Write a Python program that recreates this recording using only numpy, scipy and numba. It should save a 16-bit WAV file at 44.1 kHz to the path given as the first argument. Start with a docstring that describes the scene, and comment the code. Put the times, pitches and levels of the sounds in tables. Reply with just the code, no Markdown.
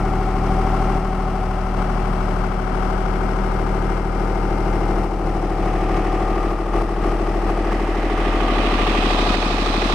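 """A three-cylinder diesel tractor creeps along a kerb towards the listener, towing a rotary road broom.
The exhaust thumps and barks, noise patterned on the engine cycle clatters, the fan hums and gears whine.
Late on, the broom's bristles scratch the concrete as filtered random flicks, mostly on the right.
The engine sags when the broom bites, bending all its tones; a thin squeal comes and goes.
Now and then the overall level steps up or down, with a faint click at each drop."""
import sys
import numpy as np
from scipy import signal
from scipy.fft import rfft, irfft, next_fast_len
from scipy.io import wavfile
from scipy.ndimage import uniform_filter1d
from numba import njit

SR = 44100
rng = np.random.default_rng(int(sys.argv[2]) if len(sys.argv) > 2 else 0)


def wav_record(signal):
    """Record a signal, one row per channel, as 16-bit PCM in the file named by sys.argv[1]."""
    frames = np.transpose(np.atleast_2d(signal))
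    bounded = np.clip(frames, -1, 1)
    # unit amplitude maps onto the largest positive 16-bit level
    quanta = np.round(bounded * 32767).astype(np.int16)
    wavfile.write(sys.argv[1], SR, quanta)


N = 438354

# Engine speed: one engine cycle is two crank turns
FIRINGS_PER_CYCLE = 3
UNLOADED_FIRING_HZ, START_FIRINGS = 39.593, -.43
# the broom bites and drags the engine down: [t/s, half length/s, sag/Hz]
BITES = [(0, .428, .566), (2.103, 1.223, .912), (5.767, .667, 1.259), (9.342, .742, 1.891)]

# The straight approach, and the heights of the exhaust outlet and the listening point
START_M, SPEED_M_S, PIPE_HEIGHT_M, MIC_HEIGHT_M = 11.86, 0.99, 1.81, 1.41

# Exhaust; the other engine and broom levels count from the thump
THUMP_DB = -21.5
# relative strength of each multiple of the firing rate, second upward: [level/dB]
OVERTONES = [-0.5, 0, -0.5, -9.5, -3.5]
# start level, and its change each time the distance halves
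OVERTONE_DB, OVERTONE_NEARING_DB = -8, -2.5
RUMBLE_DB, RUMBLE_NEARING_DB = -12, -2.5
LOW_PIPE_DB, LOW_PIPE_NEARING_DB = -24, 1
# gas noise: [f/Hz, level/dB]
RUMBLE_COLOUR = [(15, 2), (30, 6.5), (60, -6.5), (150, 4), (280, -0.5), (420, -11), (600, -10.5),
                 (2000, -51), (8000, -90)]
# the pipe's lowest resonance: [f/Hz, level/dB]
LOW_PIPE_COLOUR = [(45, -11), (70, 2), (88, -1), (115, -13), (200, -40), (1500, -120)]
# gas puffs in one cycle: [place/firings, length/firings, level/dB]
PUFFS = [(0, 0.75, -2), (1.05, 0.61, -5.5), (2, 0.49, -3.5)]
# gas puffs: [f/Hz, level/dB]
PUFF_COLOUR = [(25, -32), (50, 1), (85, 2), (110, -16), (145, -11.5), (200, 5), (250, -6), (300, -1),
               (400, -14), (470, -2), (600, -6.5), (800, -12), (1500, -70), (6000, -110)]
# puffs as the pipe turns: [t at half way/s, time taken/s, level before/dB, level after/dB]
PIPE_VIEW = (4, 5, -11.5, -10.5)
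# ringing barks in one cycle: [place/firings, length/firings, level/dB, f/Hz, glide/(Hz per firing),
# then for each halving of distance: level change/dB, f change/Hz, delay/firings]
BARKS = [(0.163, 0.15, -5.5, 329, 58, 5.5, -19.5, 0.03), (0.946, 0.91, -12.5, 321, 71, -5, -5, 0.029),
         (2.037, 0.17, -6, 391, -220, 4, 9, -0.013), (2.341, 0.21, 2, 358.6, 20, 1, -7, 0.033),
         (2.862, .35, -1.5, 368, 40, -6, 10, 0.0057), (1.721, 0.22, -10, 745, -800, 4.5, 2, 0.0085)]
# all barks together: [t/s, level/dB]
BARK_LEVEL = [(0, 2), (1.8, -4), (3.8, -0.5), (4.8, 2), (6, 1.5), (8.7, .3), (9.9, -0.5)]
# engine partials that sing out: [multiple of the cycle rate]
DRONE_MULTIPLES = [19, 23, 26, 29, 29, 32, 46, 53, 62, 67, 79, 86, 92, 95]
# one row for each multiple: [t at strongest/s, half length/s, level/dB]
DRONES = [(8.6, 0.38, -11), (8.4, 1, -15.5), (6.8, 1.9, -16), (0.24, 1.3, -15), (6, 1.6, -8),
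          (8.86, 1.1, -15.5), (8.53, 0.81, -13), (8.36, 0.68, -12.5), (6.16, 0.55, -23), (9.6, 0.77, -17),
          (9.3, 0.36, -16.5), (8.6, 0.48, -13.5), (8.45, .4, -16), (9.37, 0.27, -12.5)]

# Engine block; start level and change as the distance halves
CLATTER_DB, CLATTER_NEARING_DB = -7, 0.17
# mechanical knocks in one cycle: [place/firings, length/firings, level/dB]
KNOCKS = [(.5, 0.39, 1.5), (.8, 0.11, -3), (1.6, 0.32, 8), (1.9, 0.17, 5.5), (2.48, 0.28, 5),
          (2.7, 0.41, 6)]
# clatter from the tractor's front: [f/Hz, level/dB]
FRONT_COLOUR = [(150, -5), (400, -6), (540, -6.5), (660, -4), (800, 1), (910, -3.5), (1100, -4.5),
                (1350, -3), (1520, -9), (1750, -16.5), (2200, -14.5), (2500, -23.5), (2750, -22.5),
                (3200, -26.5), (3700, -34), (6000, -35.5), (15000, -71)]
# clatter from its flank: [f/Hz, level/dB]
FLANK_COLOUR = [(150, -7), (400, 0), (520, -2.5), (640, 1), (760, 1), (900, -2.5), (1040, -7.5), (1230, -4),
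                (1450, -12.5), (1650, -15), (2100, -19.5), (2700, -22), (3500, -34.5), (6000, -37),
                (15000, -88)]
# the flank takes over from the front around TURN_S
TURN_S, TURN_LENGTH_S = 5.5, 5.3
# stereo place of clatter and panels: [t/s, left minus right level/dB]
CLATTER_SIDE = [(0.0, 6.5), (1.36, 7.5), (2.74, 17), (5.98, 5.5), (7.34, 7.5), (8.06, 0), (9.94, 0.5)]
# panel resonances: [f/Hz, width/Hz, level/dB]
PANELS = [(420, 30, 13), (625, 28, 2), (690, 50, 1.5), (809, 48, -3.5)]
# panels coming into view: [t at half way/s, time taken/s, level before/dB, level after/dB]
FLANK_VIEW = (8, 1, -23.5, -14)
# fine engine hiss: [f/Hz, level/dB]
HISS_COLOUR = [(1500, -1.5), (2800, 1.5), (3700, -7), (5200, -1.5), (6000, -6), (6800, -12), (8600, -7),
               (9800, -12), (11800, -16.5), (12700, -20.5), (14200, -20.5), (15700, -40)]

# Fan turning out of view: [t at half way/s, time taken/s, level before/dB, level after/dB]
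FAN_VIEW = (6.5, 2.5, -9, -20.5)

# Gears
GEAR_TEETH = 58  # meshes in one engine cycle
# load on the teeth in one cycle: [place/firings, length/firings, level/dB]
GEAR_LOAD = [(1.3, 0.5, -3.5), (2, 0.27, -6.5), (2.75, 0.4, -11)]
# gear whine: [t/s, level/dB]
WHINE_LEVEL = [(0, -8.5), (1.4, -8), (2.1, -13.5), (2.8, -11.5), (4.2, -17), (6.3, -11.5), (6.8, -24),
               (7.4, -16.5), (8.1, -17), (8.8, -16), (9.4, -13), (9.9, -20)]

# Steps of the overall level: [from t/s, to t/s, level change/dB]
LEVEL_STEPS = [(0.445, 0.99, 1.65), (0.97, 1.774, -1.3), (1.77, 1.827, 1.5), (2.474, 2.725, -1.6),
               (2.745, 2.896, 0.2), (3.984, 4.16, -1.8), (4.63, 5.056, 0.9), (5.047, 5.242, -2.5),
               (5.284, 5.624, -1.2), (5.62, 5.673, 1), (5.937, 5.98, 2.5), (6.524, 6.723, -2.5),
               (6.737, 6.824, 2), (6.825, 7.013, -2), (7.02, 7.12, 1.5), (7.468, 7.51, 2.5),
               (7.708, 7.734, 2.5), (8.17, 9.348, 1.54), (9.35, 10.002, -0.5)]
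RISE_S, FALL_S = 0.015, 0.0048  # the level climbs softly and drops sharply
CLICK_DB = -37  # impulse that accompanies a drop of 1 dB

# Squeal
SQUEAL_FROM_S, SQUEAL_TO_S, SQUEAL_FADE_S = 2.5, 5.05, 0.34
SQUEAL_HZ, SQUEAL_SAG_HZ, SQUEAL_DB, SQUEAL_SWELL_DB = 2146, 48.2, -53.5, 7

# Bonnet ring: [t/s, level/dB]
BONNET_LEVEL = [(5, -38.5), (5.7, -23), (6.4, -13), (7.4, -18), (8.1, -17), (8.7, -13.5), (9.9, -20)]
BONNET_HZ, BONNET_WIDTH_HZ = 1188.0, 95.0

# The engine labours and knocks harder: [t/s, half length/s, level/dB]
LABOURS = [(5.95, 0.57, -18), (7.1, 0.82, -21.5), (7.73, .06, -29), (8.136, 0.5, -15.5), (8.9, 0.44, -17)]
# hard diesel knock: [f/Hz, level/dB]
KNOCK_COLOUR = [(500, -23), (1200, 4.5), (1550, -1), (1950, 6), (2250, 1.5), (2600, -2), (3000, -5.5),
                (4000, -16.5), (7000, -23.5), (15000, -73)]

# Broom: bristles dig in during one cycle: [place/firings, length/firings, level/dB]
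DIGS = [(.7, .2, -19), (1.7, .3, -1.5), (2.65, 0.39, -3.5)]
RASP_DB = 1.0  # coarseness of the scraping
# bristles scraping concrete: [f/Hz, level/dB]
SCRAPE_COLOUR = [(500, -46), (1200, 8), (1550, 4.5), (1800, 9.5), (2050, 7.5), (2300, 4), (2550, 10.5),
                 (2800, -7.5), (3200, -8.5), (3650, -26), (4300, -18), (7000, -35), (15000, -64)]
# bristle hiss: [f/Hz, level/dB]
BRISTLE_COLOUR = [(1800, -23), (3000, -1), (3800, -2.5), (4600, -6), (5600, -11.5), (6700, -19.5),
                  (8800, -21.5), (11000, -42), (15500, -42)]
# views of the scrape, the lower hiss and the upper hiss, in that order, each:
# [t at half way/s, time taken/s, level before/dB, level after/dB]
SCRAPE_VIEW = (8, 0.94, -30, -5.5)
BRISTLE_VIEW = (8, 0.5, -35, -8)
BRISTLE_TREBLE_VIEW = (8.5, 0.6, -32, -9)
SHADOWED_HZ = 3820  # above this the tractor shadows the bristles for longer
# moving swish band: [t/s, f/Hz, level/dB]
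SWISH = [(7.5, 1950, -45), (8.2, 2200, -26), (8.7, 2580, -11.5), (9.0, 2860, -8.5), (9.27, 3900, -9.5),
         (9.55, 4000, -11), (9.94, 3420, -7)]
SWISH_WIDTH_HZ = 1500.0
# reflection off the kerb: [t/s, delay/ms]
KERB_ECHO_MS = [(8, 0.54), (9, 0.8), (9.94, 0.78)]
# stereo place of the broom: [f/Hz, left minus right level/dB]
BROOM_SIDE = [(1000, 15), (1700, -9.5), (2400, -9), (4400, -28), (6000, -5), (8100, -6), (15000, 3)]

TOP_HZ = 15700  # upper edge of the finished sound


def undb(db):
    """Turn decibels into gain."""
    return 10 ** (np.asarray(db) / 20)


def unit(x):
    """Scale to rms 1."""
    return x / np.sqrt(np.mean(x ** 2))


def seconds():
    """Give the time of every sample."""
    return np.arange(N) / SR


def curves(table):
    """Draw each column of a timed table as one value a sample."""
    times, *columns = np.transpose(table)
    return [np.interp(seconds(), times, column) for column in columns]


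def ramp(at, length):
    """Rise straight from 0 to 1, centred on a moment."""
    return np.clip((seconds() - at) / length + .5, 0, 1)


def swell(at, half_length):
    """Rise in a bell shape to 1 and back."""
    return np.exp(-((seconds() - at) / half_length) ** 2)


def walk(rate):
    """Wander by smoothed random steps, rate times a second, with rms 1."""
    step = int(SR / rate)
    held = np.repeat(rng.standard_normal(N // step + 1), step)
    smooth = uniform_filter1d(uniform_filter1d(held, step), step)
    return unit(smooth[:N])


def shape(points, hz):
    """Read (f/Hz, level/dB) points as gains on a log-frequency axis."""
    f, db = np.transpose(points)
    return undb(np.interp(np.log(hz + 1), np.log(f), db))


def colour(x, points):
    """Filter by a (f/Hz, level/dB) spectrum."""
    size = next_fast_len(N)
    gains = shape(points, np.fft.rfftfreq(size, 1 / SR))
    return irfft(rfft(x, size) * gains, size)[..., :N]


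@njit
def resonate(x, hz, width):
    """Ring a two-pole band-pass whose centre can move from sample to sample."""
    y, band, low = np.empty(len(x)), 0., 0.
    for i in range(len(x)):
        g, damping = np.tan(np.pi * hz[i] / SR), width / hz[i]
        v = (band + g * (x[i] - low)) / (1 + g * (g + damping))
        band, low, y[i] = 2 * v - band, low + 2 * g * v, damping * v
    return y


def pan(side_db):
    """Give left and right gains whose mean is 1."""
    gains = undb(np.array([[1], [-1]]) * side_db / 2)
    return gains / gains.mean(axis=0)


def spread(pair, width):
    """Use two signals as middle and side of a stereo sound."""
    return pair[0] + width * np.array([[1], [-1]]) * pair[1]


def distance():
    """Give the metres left along a steady approach, never below one."""
    return np.maximum(START_M - SPEED_M_S * seconds(), 1)


def halvings():
    """Count how many times the distance has halved since the start."""
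    return np.log2(START_M / distance())


def nearing(start_db, halving_db):
    """Change the gain by a fixed step each time the distance halves."""
    return undb(start_db + halving_db * halvings())


def in_view(at, length, before_db, after_db):
    """Fade a part smoothly as it moves into or out of view."""
    seen = (1 + np.tanh((seconds() - at) / length)) / 2
    return undb(before_db + (after_db - before_db) * seen)


def over_road(x, reflect):
    """Comb the sound with its road bounce; peaks and dips sink as the detour grows with nearness."""
    r, now = distance(), np.arange(N)
    bounced = np.hypot(r, PIPE_HEIGHT_M + MIC_HEIGHT_M)
    direct = np.hypot(r, PIPE_HEIGHT_M - MIC_HEIGHT_M)
    delay = (bounced - direct) / 343 * SR  # 343 m/s is the speed of sound
    return unit(x + reflect * np.interp(now - delay, now, x))


def gate(firings, bursts, floor_db, rise=0.072):
    """Give the strength at each crank position: bursts start quickly and die away over a floor."""
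    strength = undb(floor_db)
    for at, length, db in bursts:
        age = (firings - at + 1) % FIRINGS_PER_CYCLE - 1
        strength = strength + undb(db) * np.exp(-(age / np.where(age < 0, rise, length)) ** 2)
    return strength


def repeating(firings, bursts, floor_db, uneven_db, size=3400):
    """Make a broadband rattle that comes back alike in every engine cycle."""
    grid = np.arange(size) * FIRINGS_PER_CYCLE / size
    cycle = gate(grid, bursts, floor_db) * rng.standard_normal(size)
    # each multiple of the cycle rate is a line; some stand out more than others
    lines = undb(uneven_db * rng.uniform(-1.36, 1, size // 2 + 1))
    cycle = irfft(lines * np.exp(1j * np.angle(rfft(cycle))), size)
    return unit(np.interp(firings % FIRINGS_PER_CYCLE, grid, cycle))


def rattle(firings, bursts, floor_db, uneven_db, loose, drift):
    """Morph slowly between two repeating rattles, drift in rad/s, plus a loose share new in each cycle."""
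    turn = drift * seconds()
    first, second = (repeating(firings, bursts, floor_db, uneven_db) for _ in range(2))
    fresh = gate(firings, bursts, floor_db) * rng.standard_normal(N)
    return unit(np.cos(turn) * first + np.sin(turn) * second) + loose * unit(fresh)


def barks(firings):
    """Sound each bark as a short, gliding note of the pipe, at its own place in the cycle."""
    near, sound = halvings(), 0
    for at, length, db, hz, glide, more_db, more_hz, delay in BARKS:
        age = (firings - at - delay * near + 1.5) % FIRINGS_PER_CYCLE - 1.5
        pitch = hz + more_hz * near + glide * age / 2
        note = np.cos(2 * np.pi * pitch * age / UNLOADED_FIRING_HZ)
        level = undb(db + more_db * near + 0.83 * walk(26))
        sound = sound + level * np.exp(-(age / length) ** 2) * note
    return sound * undb(curves(BARK_LEVEL)[0])


def drone(firings):
    """Let single engine partials sing out in turn, their pitch bending with the engine speed."""
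    sound = 0
    for multiple, (at, half_length, db) in zip(DRONE_MULTIPLES, DRONES):
        partial = np.cos(2 * np.pi * multiple * (firings - 2.4) / FIRINGS_PER_CYCLE)
        sound = sound + undb(db + 1.1 * walk(7.6)) * swell(at, half_length) * partial
    return sound


def exhaust(firings):
    """Sum the firing-rate thump and overtones, gas puffs and rumble, and the pipe's barks and resonance."""
    turn = 2 * np.pi * firings
    thump = unit(np.cos(turn))
    tone = sum(undb(db + 1.0 * walk(4.6)) * np.cos(k * (turn - .35)) for k, db in enumerate(OVERTONES, 2))
    tone = over_road(tone, reflect=0.52) * nearing(OVERTONE_DB, OVERTONE_NEARING_DB)
    puff = rattle(firings, PUFFS, floor_db=-27.5, uneven_db=12, loose=0.32, drift=0.18)
    puff = over_road(colour(puff, PUFF_COLOUR), reflect=0.19) * in_view(*PIPE_VIEW)
    boom = unit(colour(rng.standard_normal(N), LOW_PIPE_COLOUR))
    boom = boom * nearing(LOW_PIPE_DB, LOW_PIPE_NEARING_DB)
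    rumble = over_road(colour(rng.standard_normal(N), RUMBLE_COLOUR), reflect=0.22)
    rumble = rumble * nearing(RUMBLE_DB, RUMBLE_NEARING_DB)
    pipe = barks(firings) + drone(firings) + puff + boom
    return (thump + tone + rumble) * pan(1.36) + pipe * pan(1.6)


def clatter(firings):
    """Rattle the block by combustion knock and valve gear, crossfading from front to flank colour."""
    # slight timing jitter roughens the pattern
    pair = np.array([rattle(firings + .004 * walk(30), KNOCKS, floor_db=10, uneven_db=7.5,
                            loose=0.8, drift=0.6) for _ in range(2)])
    flank = ramp(TURN_S, TURN_LENGTH_S)
    front_sound = (1 - flank) * unit(colour(pair, FRONT_COLOUR))
    flank_sound = flank * unit(colour(pair, FLANK_COLOUR))
    return spread(front_sound + flank_sound, width=0.16) * nearing(CLATTER_DB, CLATTER_NEARING_DB)


def panels(firings):
    """Ring the panels' narrow resonances with the engine's shaking."""
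    shake = rattle(firings, KNOCKS, floor_db=10.0, uneven_db=3, loose=0.46, drift=0.3)
    rings = 0
    for hz, width, db in PANELS:
        rings = rings + undb(db) * signal.lfilter(*signal.iirpeak(hz, hz / width, fs=SR), shake)
    band = signal.butter(2, [450, 1500], "bandpass", fs=SR, output="sos")
    return in_view(*FLANK_VIEW) * unit(signal.sosfilt(band, rings))


def block(firings):
    """Join clatter, ringing panels and a fine hiss that pulses with the knocks."""
    side_db, = curves(CLATTER_SIDE)
    pulse = gate(firings, KNOCKS, floor_db=15.0, rise=0.055)
    hiss = unit(colour(rng.standard_normal((2, N)) * pulse, HISS_COLOUR))
    return (clatter(firings) + panels(firings)) * pan(side_db) + undb(-25.5) * hiss * pan(10.5)


def fan(firings):
    """Hum the belt-driven fan's blade tone, fading as the grille turns away."""
    turn = 2 * np.pi * (4.826 * firings + .006 * walk(25))  # 4.826 blade passes a firing
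    return unit(np.cos(turn) * undb(0.49 * walk(22))) * in_view(*FAN_VIEW) * pan(0.62)


def gears(firings):
    """Whine at the tooth-mesh rate, throbbing with the load, over a steadier tone an octave below."""
    turn = 2 * np.pi * GEAR_TEETH * firings / FIRINGS_PER_CYCLE
    load = gate(firings, GEAR_LOAD, floor_db=-12, rise=0.36)
    whine = unit(np.cos(turn) * load * undb(.5 * walk(13)))
    octave_below = undb(-2.5) * np.cos(turn / 2)
    return undb(curves(WHINE_LEVEL)[0]) * (whine * pan(7.8) + octave_below * pan(1.7))


def level_steps():
    """Give the gain as the overall level steps up and down, and the faint click of each sharp drop."""
    level_db, clicks = np.zeros(N), np.zeros(N)
    for start, end, db in LEVEL_STEPS:
        rise, drop = (start, end) if db > 0 else (end, start)
        level_db += abs(db) * (ramp(rise, RISE_S) - ramp(drop, FALL_S))
        clicks[min(int(drop * SR), N - 1)] += abs(db) * undb(CLICK_DB)
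    return undb(level_db), signal.lfilter([1], [1, -.5], clicks) * pan(2)


def squeal():
    """Sing a thin, wavering sine from the moving machinery; it swells and goes flat before it stops."""
    late = ramp((SQUEAL_FROM_S + SQUEAL_TO_S) / 2, SQUEAL_TO_S - SQUEAL_FROM_S) ** 2
    held = ramp(SQUEAL_FROM_S, SQUEAL_FADE_S) - ramp(SQUEAL_TO_S, SQUEAL_FADE_S)
    hz = SQUEAL_HZ - SQUEAL_SAG_HZ * late + 6 * walk(250)
    tone = unit(np.sin(2 * np.pi * np.cumsum(hz) / SR))
    level = undb(SQUEAL_DB + SQUEAL_SWELL_DB * late + 0.72 * walk(40))
    return held * level * tone * pan(17.0)


def bonnet(firings):
    """Shake the bonnet; engine partials glide through its panel resonance as the speed sags."""
    shake = rattle(firings, KNOCKS, floor_db=13, uneven_db=8.5, loose=.45, drift=0.39)
    hz = np.full(N, BONNET_HZ)
    once = resonate(shake, hz, BONNET_WIDTH_HZ)
    ring = unit(resonate(once, hz, BONNET_WIDTH_HZ))
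    return undb(curves(BONNET_LEVEL)[0]) * ring * pan(8.1)


def knock(firings):
    """Bring out a hard, bright diesel knock under load, patterned on the engine cycle."""
    load = sum(undb(db) * swell(at, half_length) for at, half_length, db in LABOURS)
    pair = np.array([rattle(firings, KNOCKS, floor_db=5, uneven_db=8, loose=0.43, drift=0.41)
                     for _ in range(2)])
    return load * spread(unit(colour(pair, KNOCK_COLOUR)), width=0.5) * pan(-2)


def rasp(firings):
    """Dig the shaking broom in harder at some places in the cycle, with random roughness."""
    dig = gate(firings + .04 * walk(28), DIGS, floor_db=0, rise=0.091)
    return unit(dig * undb(RASP_DB * walk(110)))


def swish(dig):
    """Sweep a resonant band of sparse grit upward, easing back a little at the end."""
    hz, db = curves(SWISH)
    grit = rng.standard_normal((2, N)) * (rng.random((2, N)) < .06) * dig ** 0.26
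    bands = [resonate(resonate(g, hz, SWISH_WIDTH_HZ), hz, SWISH_WIDTH_HZ) for g in grit]
    return undb(db) * unit(np.array(bands))


def off_kerb(x, reflect):
    """Colour the sweeping with a kerb bounce whose delay shifts as the broom nears."""
    now = np.arange(N)
    then = now - curves(KERB_ECHO_MS)[0] * SR / 1000
    return np.array([c + reflect * np.interp(then, now, c) for c in x]) / np.hypot(1, reflect)


def broom(firings):
    """Flick bristle tips over concrete as sparse noise, fluttering with the engine's shaking."""
    flicks = rng.standard_normal((2, N)) * (rng.random((2, N)) < .12)
    flick_db = 0.53 * np.minimum(rng.exponential(size=(2, N)), 6) + .5 * walk(70)
    flicks = flicks * undb(flick_db)
    dig = rasp(firings)
    scrape = unit(colour(flicks * dig, SCRAPE_COLOUR))
    hiss = unit(colour(flicks * dig ** 0.47, BRISTLE_COLOUR))  # the hiss flutters less than the scrape
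    lower = signal.sosfiltfilt(signal.butter(4, SHADOWED_HZ, fs=SR, output="sos"), hiss)
    sound = in_view(*SCRAPE_VIEW) * scrape + swish(dig)
    # the top of the hiss comes out from behind the tractor last
    sound = sound + in_view(*BRISTLE_VIEW) * lower + in_view(*BRISTLE_TREBLE_VIEW) * (hiss - lower)
    left, right = off_kerb(sound, reflect=0.083)
    return np.array([colour(left, BROOM_SIDE), right])


def scene():
    """Drive the engine and broom from one crankshaft, which slows at each bite; add squeal and clicks."""
    sag_hz = sum(hz * swell(at, half_length) for at, half_length, hz in BITES)
    firings = START_FIRINGS + np.cumsum(UNLOADED_FIRING_HZ - sag_hz) / SR
    machine = exhaust(firings) + block(firings) + fan(firings) + gears(firings)
    machine = machine + bonnet(firings) + knock(firings) + broom(firings)
    gain, clicks = level_steps()
    return undb(THUMP_DB) * gain * machine + squeal() + clicks


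def record(dry):
    """Cut the extreme treble with a steep low-pass."""
    return signal.sosfilt(signal.ellip(10, .2, 80, TOP_HZ, fs=SR, output="sos"), dry)


dry = scene()
out = record(dry)
wav_record(out)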